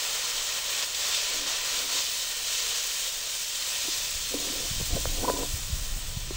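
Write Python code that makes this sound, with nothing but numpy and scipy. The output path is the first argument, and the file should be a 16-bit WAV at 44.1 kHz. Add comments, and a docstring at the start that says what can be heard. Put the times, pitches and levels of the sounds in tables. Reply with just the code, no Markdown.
"""Sizzling pan over an outdoor fire

Water boils off in hot ghee in a wide metal pan over a wood fire, close to a phone.
Bursting bubbles hiss and spit, surge as a ladle turns the food, then thin as the water is used up.
The ladle scrapes, knocks and chatters, ringing the pan; late on, a breeze buffets the microphone."""
import sys
import numpy as np
from scipy import signal
from scipy.fft import rfft, irfft
from scipy.io import wavfile
from scipy.ndimage import uniform_filter1d

SR = 44100
rng = np.random.default_rng(int(sys.argv[2]) if len(sys.argv) > 2 else 0)


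def to_wav(sig):
    """Store sig (one row per channel, or 1-D mono) as 16-bit WAV at the path in sys.argv[1].

    Samples outside -1..1 are clipped; the rate is SR.
    """
    pcm = np.clip(np.atleast_2d(sig), -1, 1) * 32767
    pcm = np.round(pcm).astype(np.int16)
    wavfile.write(sys.argv[1], SR, pcm.T)  # frames by channels


N = 280558
TIME = np.arange(N) / SR
HZ = np.fft.rfftfreq(N, 1 / SR)

# tone of the middle-sized bubbles and the spits: pitch_hz, level_db
HISS_TONE = [(900, -30.5), (2000, -10), (2600, -4), (3200, -1.5), (4200, -0.5), (5200, 0), (6800, 0),
             (8200, -4), (9500, -20), (12000, -14), (16000, -18)]


def amp(db):
    """Turns decibels into a gain to multiply by."""
    return 10 ** (np.asarray(db) / 20)


def evened(x):
    """Scales a signal to an average (rms) level of 1."""
    return x / np.sqrt(np.mean(x ** 2) + 1e-20)


def colour(x, tone):
    """Shapes a sound's lows and highs by rows of pitch_hz, level_db."""
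    hz, db = np.transpose(tone)
    gain = amp(np.interp(np.log(HZ + 1), np.log(hz), db))
    return irfft(rfft(x) * gain, N)


def follow(rows):
    """A gain that glides through rows of time_s, level_db."""
    times, db = np.transpose(rows)
    return amp(np.interp(TIME, times, db))


def add(mix, start_s, sound):
    """Mixes a sound in at its start time."""
    part = mix[max(round(start_s * SR), 0):][:len(sound)]
    part += sound[:len(part)]


def wander(rate_hz):
    """A smooth random wobble, mostly slower than rate_hz."""
    return evened(irfft(rfft(rng.standard_normal(N)) / (1 + (HZ / rate_hz) ** 4), N))


def clicks(per_s, spread_db):
    """Random clicks of uneven size."""
    size = amp(spread_db * np.minimum(rng.exponential(1, N), 5))
    return evened(size * rng.choice([-1, 1], N) * (rng.random(N) < per_s / SR))


def clusters(x, depth_db=1.12):
    """Groups of like-sized bubbles come and go, each briefly lifting a narrow band of pitch."""
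    bands = signal.stft(x, nperseg=1024, noverlap=768)[2]
    lift = uniform_filter1d(rng.standard_normal(bands.shape), size=16, axis=1)  # smooth in time
    lift = evened(uniform_filter1d(lift, size=5, axis=0))  # and in pitch
    return evened(signal.istft(bands * amp(depth_db * lift), nperseg=1024, noverlap=768)[1][:N])


def bubbles(per_s, spread_db, crackle, flutter_db, flutter_hz):
    """Bubbles burst in clumps over a wash of steam."""
    bursts = rng.standard_normal(N) + crackle * clicks(per_s, spread_db)
    return clusters(bursts) * amp(flutter_db * wander(flutter_hz))


def surges():
    """Water runs onto hot metal: boiling rises, holds while water arrives, then dies away."""
    # each surge: start_s, length_s, hiss_db, large_bubbles_db, rise_s, fall_s
    boil_offs = [(-.05, .62, -34.5, -41.5, 0.027, 0.092), (0.647, 0.19, -30.5, -37.5, 0.044, .008),
                 (0.93, 0.24, -28.5, -39, 0.053, 0.063), (1.157, 0.22, -31.5, -40, 0.022, 0.075),
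                 (1.459, 0.081, -32, -36.5, 0.0061, 0.14), (1.604, 0.2, -30, -37.3, 0.049, 0.074),
                 (1.865, 0.13, -27, -37, 0.052, 0.06), (2.01, 0.2, -34.5, -63, 0.012, 0.12),
                 (2.436, 0.16, -30.5, -45, 0.021, 0.075), (2.595, 0.19, -31.5, -40.5, 0.035, 0.11),
                 (2.816, 0.267, -33.5, -51, 0.062, 0.021), (3.238, 0.19, -39, -61, .04, 0.018),
                 (3.533, 0.42, -34, -44.5, 0.065, 0.23), (4.373, 0.067, -38.5, -44.5, .05, 0.42),
                 (5.683, 0.074, -41, -64, 0.037, .02), (6.303, 0.094, -39, -52, .03, 0.034)]
    hiss_power, boil_power = np.zeros((2, N))
    for start_s, length_s, hiss_db, boil_db, rise_s, fall_s in boil_offs:
        age = np.maximum(TIME - start_s, 0)
        swell = (1 - np.exp(-age / rise_s)) * np.exp(-np.maximum(age - length_s, 0) / fall_s)
        hiss_power += (amp(hiss_db) * swell) ** 2
        boil_power += (amp(boil_db) * swell) ** 2
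    return hiss_power, boil_power


def pan_air(x):
    """The air in the open pan boosts a few pitches."""
    # where that air rings: pitch_hz, width_hz, lift_db
    peaks = [(570, 330, 4.5), (1016, 164, 6.5), (1370, 340, 3), (1850, 146, 6), (2313, 110, 2.5),
             (2600, 95, 2.8), (3090, 116, 5), (3620, 360, 3), (4270, 190, 3)]
    lift_db = sum(db / (1 + (2 * (HZ - hz) / width) ** 2) for hz, width, db in peaks)
    return evened(irfft(rfft(x) * amp(lift_db), N))


def sizzle(boil_db=-41, boil_fall_db_per_s=1.15, fizz_follow=0.35):
    """Large bubbles boil, middling ones hiss, tiny ones fizz; all swell as water meets hot metal."""
    # tones of the large and the tiny bubbles: pitch_hz, level_db
    boil_tone = [(60, -9), (210, -13.5), (340, -11.5), (480, 0.5), (800, -3.5), (1300, 0.5), (2100, 0),
                 (3000, 3.5), (5000, -6), (9000, -30)]
    fizz_tone = [(3000, -18), (6000, -2), (8500, 2), (11000, -1.5), (12500, -4), (14500, 1), (15700, 2.5)]
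    # steady hiss of the wet food, thinning as it dries: time_s, level_db
    simmer_levels = [(0, -34), (3.4, -34), (4.5, -33), (5.3, -36), (5.9, -40), (6.36, -41)]
    # finest spray, lasting until the pan is nearly dry: time_s, level_db
    spray_levels = [(0, -30), (1.35, -33), (2, -30.5), (3.3, -30), (5.5, -30), (6.36, -37.5)]
    boil = bubbles(per_s=900, spread_db=-0.5, crackle=0.56, flutter_db=0.8, flutter_hz=40)
    hiss = bubbles(per_s=2500, spread_db=2.0, crackle=0.63, flutter_db=0.26, flutter_hz=33)
    fizz = bubbles(per_s=3000, spread_db=3.5, crackle=0.44, flutter_db=0.88, flutter_hz=24)
    hiss_surge, boil_surge = surges()
    simmer = follow(simmer_levels)
    boil_gain = np.sqrt(amp(boil_db - boil_fall_db_per_s * TIME) ** 2 + boil_surge)
    hiss_gain = np.sqrt(simmer ** 2 + hiss_surge)
    fizz_gain = follow(spray_levels) * (hiss_gain / simmer) ** fizz_follow  # surges less than the hiss
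    return (pan_air(colour(boil, boil_tone)) * boil_gain
            + pan_air(colour(hiss, HISS_TONE)) * hiss_gain
            + pan_air(colour(fizz, fizz_tone)) * fizz_gain)


def spits(fade_s=0.0035):
    """Pockets of water flash to steam in short, sudden puffs."""
    # each puff: start_s, level_db
    puffs = [(.823, -29), (.841, -34), (.945, -28.5), (1.143, -25), (1.473, -32), (2.548, -29),
             (3.552, -32), (3.622, -29.5), (4.853, -33), (5.371, -33)]
    swell = np.zeros(N)
    age = TIME[:SR // 10] / fade_s
    for start_s, db in puffs:
        add(swell, start_s, amp(db) * age * np.exp(1 - age))
    return swell * pan_air(colour(rng.standard_normal(N), HISS_TONE))


def pan_ring(force):
    """The metal rings briefly when touched, muffled by the food."""
    # notes of the full pan: pitch_hz, level_db, ring_s (time to fade by 60 dB)
    notes = [(298, -8, 0.28), (351, -2.5, 0.041), (434, 3.5, 0.028), (503, -4, 0.073), (544, -4, 0.051),
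             (679, -7, 0.08), (698, -14, 0.11), (820, -20, 0.035), (1005, -16.5, 0.21), (1037, -18, 0.066),
             (1480, -12, 0.11)]
    t = TIME[:SR // 3]
    ring = sum(amp(db - 60 * t / ring_s) * np.sin(2 * np.pi * hz * t) for hz, db, ring_s in notes)
    return signal.oaconvolve(force, ring / np.abs(rfft(ring)).max())[:N]


def scrapes(fade_share=0.25):
    """The dragged ladle catches on grit and spice; each catch rings the pan."""
    # pushes, dull on food and brighter on bare metal: start_s, length_s, level_db, top_hz
    pushes = [(1.283, .22, -48, 600), (1.682, 0.327, -51, 648), (3.838, 0.065, -47, 700),
              (4.285, 0.4, -41.5, 700), (4.897, 0.091, -39, 1300), (5.054, .15, -47.5, 1300),
              (5.17, 0.305, -37.5, 1500), (5.223, 0.03, -30, 900), (5.27, 0.042, -32, 1500)]
    catches = clicks(per_s=970, spread_db=2.0)
    force = np.zeros(N)
    for start_s, length_s, db, top_hz in pushes:
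        pressure = np.zeros(N)
        add(pressure, start_s, amp(db) * signal.windows.tukey(int(length_s * SR), fade_share))
        force += pressure * signal.sosfilt(signal.butter(2, top_hz, fs=SR, output="sos"), catches)
    return pan_ring(force) / pan_ring(catches).std()


def knocks(tick_hz=1350, tick_s=0.0018):
    """Each blow of the ladle makes a dull thud and a metal tick, and rings the pan."""
    # each thud: start_s, level_db, pitch_hz, ring_s, tick_db (compared with the thud)
    hits = [(3.883, -28.5, 332, 0.035, -25), (4.341, -20.5, 490, 0.031, -30), (4.345, -27.5, 290, 0.1, -30),
            (4.497, -31.5, 285, 0.077, -25), (4.602, -33, 494, 0.013, -17), (4.801, -24.5, 450, 0.0075, -8),
            (4.812, -23.5, 483, 0.011, -20), (4.963, -22.5, 480, 0.013, -12),
            (5.0551, -19.5, 520, 0.019, 8.5), (5.228, -27, 296, 0.055, -25),
            (5.239, -23.5, 315, 0.055, -25), (5.288, -25, 470, 0.011, -22),
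            (5.2991, -12.5, 530, 0.037, 3.5), (5.337, -22, 446, 0.016, -20), (5.389, -19, 450, 0.011, -11),
            (5.4327, -20, 503, 0.017, -10), (6.307, -25, 370, 0.032, 0)]
    blows, t = np.zeros(N), TIME[:SR // 8]
    tick = amp(-60 * t / tick_s) * np.sin(2 * np.pi * tick_hz * t)
    for start_s, db, hz, ring_s, tick_db in hits:
        thud = amp(-60 * t / ring_s) * np.sin(2 * np.pi * hz * t)
        add(blows, start_s, amp(db) * (thud - amp(tick_db) * tick))
    return blows + amp(-4) * pan_ring(blows)


def chatter():
    """The ladle's rim sticks and slips on the metal in brief, uneven squeaks."""
    # each squeak: start_s, length_s, start_hz, end_hz, level_db
    squeaks = [(4.964, 0.017, 686, 505, -27), (5.239, 0.0198, 633, 1190, -25.5),
               (5.276, 0.018, 1054, 950, -20), (5.358, 0.017, 976, 980, -31.5),
               (5.425, 0.014, 1020, 990, -32.5)]
    slips = np.zeros(N)
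    waver = 1 + .04 * wander(rate_hz=300)
    for start_s, length_s, start_hz, end_hz, db in squeaks:
        count = int(length_s * SR)
        hz = np.linspace(start_hz, end_hz, count) * waver[int(start_s * SR):][:count]
        tone = np.sin(2 * np.pi * np.cumsum(hz) / SR)
        add(slips, start_s, amp(db) * signal.windows.tukey(count, .7) * tone)
    return slips + amp(14.5) * pan_ring(slips)


def ladle(low_hz=220, top_hz=2100):
    """All ladle sounds; the pan gives out little below its lowest note, and food dulls the highs."""
    band_pass = signal.butter(3, [low_hz, top_hz], "bandpass", fs=SR, output="sos")
    return signal.sosfilt(band_pass, knocks() + chatter() + scrapes())


def wind(gust_db=1, gust_hz=8):
    """Gusty air rumbles on the microphone; single swirls hit it as soft thumps."""
    # tone of the breeze: pitch_hz, level_db
    breeze_tone = [(8, -15), (22, 6), (42, -4), (80, -10.5), (140, -15.5), (200, -23.5), (320, -30.5),
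                   (800, -34.5), (3000, -90)]
    # the breeze, calm at first and then rising: time_s, level_db
    breeze_levels = [(0, -57.5), (1.4, -53.5), (3.5, -57), (4.6, -40.5), (4.8, -32), (5.45, -34),
                     (6.36, -35.5)]
    # the strongest swirls: peak_time_s, level_db, pitch_hz
    swirls = [(4.159, -34, 54.7), (4.715, -26, 105), (4.81, -25.5, 121), (4.83, -25.5, 82),
              (4.933, -21, 60.3), (4.954, -22, 131), (5.076, -24, 84), (5.544, -25.5, 75),
              (5.703, -31, 123), (5.732, -20, 65), (5.926, -25, 35.2), (6.173, -23, 104)]
    rumble = evened(colour(rng.standard_normal(N), breeze_tone))
    rumble *= follow(breeze_levels) * amp(gust_db * wander(gust_hz))
    t = TIME[:SR // 5] - .1  # centred on the thump's peak
    for peak_s, db, hz in swirls:
        spread = (np.pi * hz * t) ** 2
        add(rumble, peak_s + t[0], amp(db) * (1 - 2 * spread) * np.exp(-spread))
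    return rumble


def scene():
    """All sounds in open air, with no echo; left and right are alike."""
    mono = sizzle() + spits() + ladle() + wind()
    return np.array([mono, mono])


def record(dry, top_hz=15760):
    """The phone cuts two dips in the treble and drops the very highest pitches."""
    # the dips: pitch_hz, half_width_hz
    dips = [(9890, 723), (13400, 1260)]
    gain = np.prod([(HZ - hz) ** 2 / ((HZ - hz) ** 2 + width ** 2) for hz, width in dips], axis=0)
    dipped = irfft(rfft(dry) * gain, N)
    low_pass = signal.firwin(1023, top_hz, window=("kaiser", 9), fs=SR)
    return signal.oaconvolve(dipped, low_pass[None], "same")


dry = scene()
out = record(dry)
to_wav(out)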